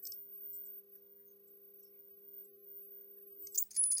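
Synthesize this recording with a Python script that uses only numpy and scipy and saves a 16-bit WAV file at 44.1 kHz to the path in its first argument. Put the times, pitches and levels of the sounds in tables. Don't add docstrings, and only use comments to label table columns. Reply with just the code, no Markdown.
import sys
import numpy as np
from scipy import signal
from scipy.fft import rfft, irfft, next_fast_len
from scipy.io import wavfile
from scipy.ndimage import map_coordinates

SR = 44100
rng = np.random.default_rng(int(sys.argv[2]) if len(sys.argv) > 2 else 0)


def digitize_waveform(pressure):
    field = np.atleast_2d(pressure).T
    bounded = np.clip(field, -1, 1)
    quanta = np.round(bounded * 32767).astype(np.int16)
    wavfile.write(sys.argv[1], SR, quanta)


N = 176400

# (time [s], pitch [Hz])
WHINE_PITCH = [(0, 14470), (.04, 14330), (.23, 14510), (.36, 14405), (.51, 14500), (.69, 14455),
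               (.9, 14420), (1.24, 14500), (1.36, 14430), (1.94, 14430), (2.04, 14500), (2.13, 14395),
               (2.29, 14480), (2.43, 14450), (2.46, 14400), (2.62, 14390), (2.67, 14465), (2.77, 14490),
               (2.85, 14400), (2.96, 14470), (3.35, 14395), (3.41, 14545), (3.44, 14390), (3.54, 14420)]
# (time [s], level [dB])
WHINE_LEVEL = [(0, -53), (.022, -57.5), (.035, -44), (0.221, -50.5), (.255, -59), (.33, -48), (0.789, -49),
               (0.841, -69), (.96, -52.5), (.99, -61), (1.331, -62.5), (1.7, -59), (2.3, -58.5),
               (2.35, -54), (2.41, -49.5), (2.52, -64.5), (2.6, -65.5), (2.65, -53.5), (2.77, -51.5),
               (3.05, -55.5), (3.38, -55), (3.441, -47), (3.51, -53), (3.54, -51)]
# (time [s], pitch [Hz], level [dB])
WHINE_CLIMB = [(3.54, 14270, -60), (3.556, 14640, -39.5), (3.558, 15560, -39), (3.574, 15160, -45),
               (3.581, 14540, -40.5), (3.589, 14410, -32.5), (3.592, 15400, -39), (3.612, 15340, -34),
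               (3.618, 15450, -44), (3.627, 15650, -28), (3.634, 15730, -59), (3.66, 15500, -58),
               (3.69, 15900, -70)]
# (time [s], pitch [Hz], level [dB])
SQUEAL = [(3.769, 9860, -37), (3.787, 9940, -31.5), (3.8, 10150, -26.5), (3.823, 10340, -32),
          (3.84, 10050, -28), (3.852, 9960, -32), (3.902, 9800, -38.5), (3.909, 10070, -27),
          (3.917, 9850, -35.5), (3.945, 10010, -31.5), (3.97, 9750, -39), (4, 9840, -42.5)]
# (time [s], pitch [Hz], level [dB])
SQUEAK = [(3.79, 2650, -100), (3.813, 2500, -82), (3.848, 2230, -89), (3.894, 1830, -92), (3.91, 1750, -96)]
# (offset from pitch [Hz], gain [dB])
EDGE_EQ = [(20, 0), (90, -3), (200, -17), (400, -31), (800, -43), (1400, -62), (4000, -85)]

# (time [s], length [s], level [dB], ring [Hz], ring over crackle [dB])
ARC_SPARKS = [(3.5754, 0.0046, -32, 6670, 5), (3.5803, 0.0083, -27.5, 7060, 13),
              (3.59, 0.015, -46, 7920, 18), (3.629, 0.0027, -51.5, 7940, 18),
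              (3.636, 0.0019, -53, 5200, -26), (3.707, 0.0049, -52, 4600, -11),
              (3.7125, 0.0046, -46.5, 6500, -2), (3.7185, 0.0089, -55, 6500, 5),
              (3.731, 0.015, -57, 6500, -13), (3.746, 0.0018, -48, 5140, -26),
              (3.7505, 0.027, -49.5, 6800, -13), (3.763, 0.0055, -39.5, 6700, -8),
              (3.769, 0.0022, -42, 4850, 12), (3.823, 0.0013, -54, 6700, -1),
              (3.839, 0.0013, -35.5, 5200, -53), (3.859, 0.0014, -50.5, 6800, 2),
              (3.913, 0.0037, -40, 6900, 1), (3.919, 0.0066, -34.5, 8780, -1),
              (3.931, 0.0018, -40.5, 6750, 10), (3.951, 0.0017, -44.5, 6840, -11),
              (3.969, 0.0087, -42, 4980, 7.5), (3.981, 0.004, -35, 6470, -8), (3.989, .012, -46, 4700, -2)]
# (frequency [Hz], gain [dB])
ARC_EQ = [(200, -35), (1400, -37), (1900, -17), (2350, -14), (2700, -23.5), (3150, -26), (3500, -15.5),
          (3950, -17.5), (4900, 4), (5750, -3), (6700, -2.5), (8200, -6), (8900, 4), (10600, -1.5),
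          (12300, -9), (14000, -7), (15800, -13)]
# (time [s], length [s], level [dB], ring [Hz], ring over crackle [dB])
TUBE_SNAPS = [(.0525, 0.0028, -44, 5100, -12), (.068, 0.0067, -45.5, 5900, -11),
              (.120, 0.0028, -42, 5150, -5.5), (3.4705, 0.0021, -43, 6080, -0.5),
              (3.5445, 0.011, -46.5, 6400, -4), (3.557, 0.0041, -43, 5750, -5.5)]
# (frequency [Hz], gain [dB])
SNAP_EQ = [(200, -36.5), (2700, -38.5), (3150, -34.5), (3520, -17), (3950, -26.5), (4600, -3), (4850, -4),
           (5250, 2.5), (5650, -7), (6050, -2.5), (6600, -7.5), (8000, -1), (9000, -8.5), (10600, -37),
           (13900, -7), (15000, -18), (16000, -38.5)]
# (time [s], length [s], level [dB])
SIZZLES = [(0.021, 0.046, -65.5), (0.072, 0.026, -65), (0.123, 0.022, -68), (0.227, 0.0058, -76.5),
           (.53, 0.039, -61), (0.65, 0.024, -64), (1.473, 0.019, -73.5), (1.83, 0.0092, -67.5),
           (2.063, .005, -82), (2.446, 0.014, -71), (2.63, 0.0051, -91), (3.407, .004, -71.5),
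           (3.424, 0.057, -66), (3.495, .028, -72), (3.521, 0.023, -59.5), (3.617, 0.064, -70.5)]
# (frequency [Hz], gain [dB])
SIZZLE_EQ = [(3000, -50), (4800, -30.5), (5300, -9.5), (5700, -26.5), (6050, -10), (6600, -26), (7800, 3.5),
             (8350, 0), (9200, -13), (10700, -27.5), (11450, -5), (12200, -37), (14000, -2.5), (14900, -8),
             (15400, -22.5), (16000, -35.5)]

# (harmonic [number], level at 0 dB load [dB], load tracking [dB/dB])
HUM_PARTIALS = [(1, -93, -0.42), (2, -79, -0.035), (3, -90, -0.17), (4, -63, 0.94), (5, -77.5, 0.65),
                (6, -98, -0.34), (7, -99, 0.17), (8, -101, 0), (9, -102, 0.28), (10, -99, -0.22),
                (11, -99, .2), (12, -97, .2), (13, -106, 0), (14, -103, -0.27), (15, -103, 0.74)]
# (time [s], load [dB])
SUPPLY_LOAD = [(0, -5.5), (.8, -2.5), (1.6, -2), (2.2, -1.5), (2.55, 2), (2.95, 1), (3.4, 1.5), (3.585, 1),
               (3.63, -16.5), (3.81, -15.5), (3.842, -0.5), (3.88, -17.5), (4, -17)]
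# (time [s], level [dB])
DRONE_LEVEL = [(0, -94), (1.35, -85.5), (1.55, -82.5), (2.25, -85), (2.5, -78), (2.75, -86.5), (3.0, -84),
               (3.4, -77), (3.5, -81.5), (4, -97)]
# (frequency [Hz], gain [dB])
DRONE_EQ = [(200, -37.5), (270, -15), (325, -7), (370, -6.5), (450, -4), (520, -20.5), (650, -48)]
# (peak time [s], half length [s], pitch [Hz], level [dB])
LOW_SWELLS = [(1.532, .05, 326.5, -81.5), (2.557, 0.14, 368, -78), (3.424, 0.052, 323.6, -71.5)]

# (frequency [Hz], gain [dB])
TICK_EQ = [(30, 6), (450, 17), (900, 1), (3000, -7), (8000, -6), (14500, 9), (16000, -13)]
# (peak time [s], half length [s], centre [Hz], width [Hz], level [dB])
CHIRPS = [(0.06, 0.08, 1750, 250, -87.5), (0.956, 0.026, 1700, 400, -88), (0.966, 0.037, 5700, 1300, -86.5),
          (1.21, .03, 1772, 304, -87.5), (1.299, 0.023, 6430, 130, -76), (1.827, 0.046, 5900, 500, -83),
          (1.864, 0.03, 5440, 198, -76), (1.962, 0.03, 2240, 248, -87), (2.026, .015, 4990, 100, -91),
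          (2.334, .015, 6750, 200, -89.5), (3.471, 0.0099, 2095, 150, -76), (3.0, 0.061, 1750, 508, -90.5),
          (3.022, 0.017, 6400, 595, -87.5), (3.188, 0.031, 1730, 150, -89.5)]
# (frequency [Hz], gain [dB])
RUMBLE_EQ = [(10, -4), (40, 0), (100, -5.5), (300, -11), (1000, -13), (3000, -13.5)]
# (frequency [Hz], gain [dB])
ROOM_TONE_EQ = [(25, -7), (70, -7), (160, 4), (260, -2.5), (420, 1), (650, -9), (1200, -11), (1900, -9.5),
                (3000, -12.5), (6300, -11.5), (7500, -16.5), (11000, -18), (13000, -21.5), (16000, -28)]

HUM_HZ, RING_WIDTH_HZ, TOP_HZ = 100.0, 650, 15950
TICK_S, TICK_GAIN_DB = 2.4218, -46
FLASHOVER_S, RUMBLE_DB, ROOM_TONE_DB = 3.6, -77, -87
ROOM_T60_S, CRACKLE_SEND_DB, WHINE_SEND_DB = .12, -13.5, -14.5


def transformer():
    steady = whine(WHINE_PITCH, WHINE_LEVEL, flutter_db=1.1, wander_hz=7, edge_db=-14)
    climb = whine(WHINE_CLIMB, WHINE_CLIMB, flutter_db=1.2, wander_hz=35.3, edge_db=-13)
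    squeal = whine(SQUEAL, SQUEAL, flutter_db=.5, wander_hz=9, edge_db=-23)
    squeak = whine(SQUEAK, SQUEAK, flutter_db=2.5, wander_hz=20, edge_db=-10)
    return steady + climb + squeal + squeak


def whine(pitch, level, flutter_db, wander_hz, edge_db):
    hz, db = curves(pitch)[0], curves(level)[-1]
    t = clock()
    start, end = level[0][0], level[-1][0]
    gate = np.clip(np.minimum(t - start, end - t) / .004 + 1, 0, 1)
    phase = 2 * np.pi * np.cumsum(hz + wander_hz * wobble(rate=120)) / SR
    edge = noise(EDGE_EQ) * np.sin(phase) + noise(EDGE_EQ) * np.cos(phase)
    tone = np.sqrt(2) * np.sin(phase) + amp(edge_db) * edge
    strong_db = np.percentile([row[-1] for row in level], 80)
    depth_db = flutter_db * (1 + np.maximum(strong_db - db, 0) / 6.5)
    flutter = 2 * np.tanh(wobble(rate=70) / 2)
    return gate * amp(db + depth_db * flutter) * tone


def sparks(cues, eq):
    out = np.zeros(N)
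    for start, length, db, ring_hz, ring_db in cues:
        volley = discharges(length, release_s=0.0013, per_second=2600, spread_db=3.5)
        volley[0] = 1
        crackle = unit_burst(coloured(volley, eq), length)
        ring = unit_burst(resonate(crackle, ring_hz, RING_WIDTH_HZ), length)
        add(out, start, amp(db) * unit_burst(crackle + amp(ring_db) * ring, length))
    return out


def corona():
    out = np.zeros(N)
    for start, length, db in SIZZLES:
        volley = discharges(length, release_s=0.0024, per_second=3600, spread_db=2.5)
        add(out, start, amp(db) * unit_burst(coloured(volley, SIZZLE_EQ), length))
    return out


def discharges(length, release_s, per_second, spread_db):
    t = np.arange(SR // 8) / SR
    fired = rng.random(len(t)) < per_second / SR
    sizes = amp(spread_db * rng.standard_normal(len(t))) * rng.choice([-1, 1], len(t))
    return fired * sizes * np.exp(-np.maximum(t - length, 0) / release_s)


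def supply_hum():
    load_db, = curves(SUPPLY_LOAD)
    drone_db, = curves(DRONE_LEVEL)
    hum = np.zeros(N)
    for harmonic, db, tracking in HUM_PARTIALS:
        gain = amp(db + tracking * load_db + 0.67 * wobble(rate=7))
        hum += gain * np.sin(2 * np.pi * (harmonic * HUM_HZ * clock() + rng.random()))
    return hum + amp(drone_db) * noise(DRONE_EQ)


def low_swells():
    out = np.zeros(N)
    for peak, half_length, hz, db in LOW_SWELLS:
        ring = np.sqrt(2) * np.sin(2 * np.pi * (hz * clock() + rng.random()))
        out += amp(db) * swell(peak, half_length) * ring
    return out


def tick():
    out = np.zeros(N)
    add(out, TICK_S, amp(TICK_GAIN_DB) * coloured(signal.unit_impulse(SR // 20), TICK_EQ))
    return out


def chirps():
    out = np.zeros(N)
    for peak, half_length, hz, width_hz, db in CHIRPS:
        band = unit(resonate(rng.standard_normal(N), hz, width_hz))
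        out += amp(db) * swell(peak, half_length) * band
    return out


def room_reverb(send):
    t = np.arange(SR // 3) / SR
    build_up = 1 - np.exp(-t / .003)
    tail = rng.standard_normal(len(t)) * amp(-60 * t / ROOM_T60_S) * build_up
    return signal.fftconvolve(send, tail / np.linalg.norm(tail))[:N]


def background():
    fade_in = np.clip((clock() - FLASHOVER_S) / 0.11 + 1, 0, 1)
    return amp(ROOM_TONE_DB) * noise(ROOM_TONE_EQ) + amp(RUMBLE_DB) * fade_in * noise(RUMBLE_EQ)


def amp(db):
    return 10 ** (np.asarray(db) / 20)


def unit(x):
    return x / np.sqrt(np.mean(x ** 2) + 1e-20)


def unit_burst(x, length):
    return x * np.sqrt(length * SR / (np.sum(x ** 2) + 1e-20))


def clock():
    return np.arange(N) / SR


def curves(rows):
    times, *columns = np.transpose(rows)
    return [np.interp(clock(), times, column) for column in columns]


def swell(peak, half_length):
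    return np.exp(-((clock() - peak) / half_length) ** 2)


def wobble(rate):
    return map_coordinates(rng.standard_normal(4096), [clock() * rate], mode="wrap")


def coloured(x, eq):
    size = 2 * next_fast_len(len(x) // 2 + 2048)
    hz, db = np.transpose(eq)
    bins_hz = np.fft.rfftfreq(size, 1 / SR)
    gain = unit(amp(np.interp(np.log(bins_hz + 1), np.log(hz), db)))
    cepstrum = irfft(np.log(gain))
    cepstrum[1:size // 2] *= 2
    cepstrum[size // 2 + 1:] = 0
    return irfft(rfft(x, size) * np.exp(rfft(cepstrum)), size)[:len(x)]


def noise(eq):
    return unit(coloured(rng.standard_normal(N), eq))


def resonate(x, hz, width_hz):
    b, a = signal.iirpeak(hz, hz / (1.5 * width_hz), SR)
    return signal.lfilter(b, a, signal.lfilter(b, a, x))


def add(track, start, x):
    part = track[max(round(start * SR), 0):][:len(x)]
    part += x[:len(part)]


def scene():
    crackle = corona() + sparks(TUBE_SNAPS, SNAP_EQ) + sparks(ARC_SPARKS, ARC_EQ)
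    tones = transformer()
    reverb = room_reverb(amp(CRACKLE_SEND_DB) * crackle + amp(WHINE_SEND_DB) * tones)
    bed = supply_hum() + low_swells() + tick() + chirps() + background()
    return (tones + crackle + reverb + bed)[None]


def record(dry):
    size = next_fast_len(N + SR // 2)
    passband = np.fft.rfftfreq(size, 1 / SR) < TOP_HZ
    return irfft(rfft(dry, size) * passband, size)[..., :N]


dry = scene()
out = record(dry)
digitize_waveform(out)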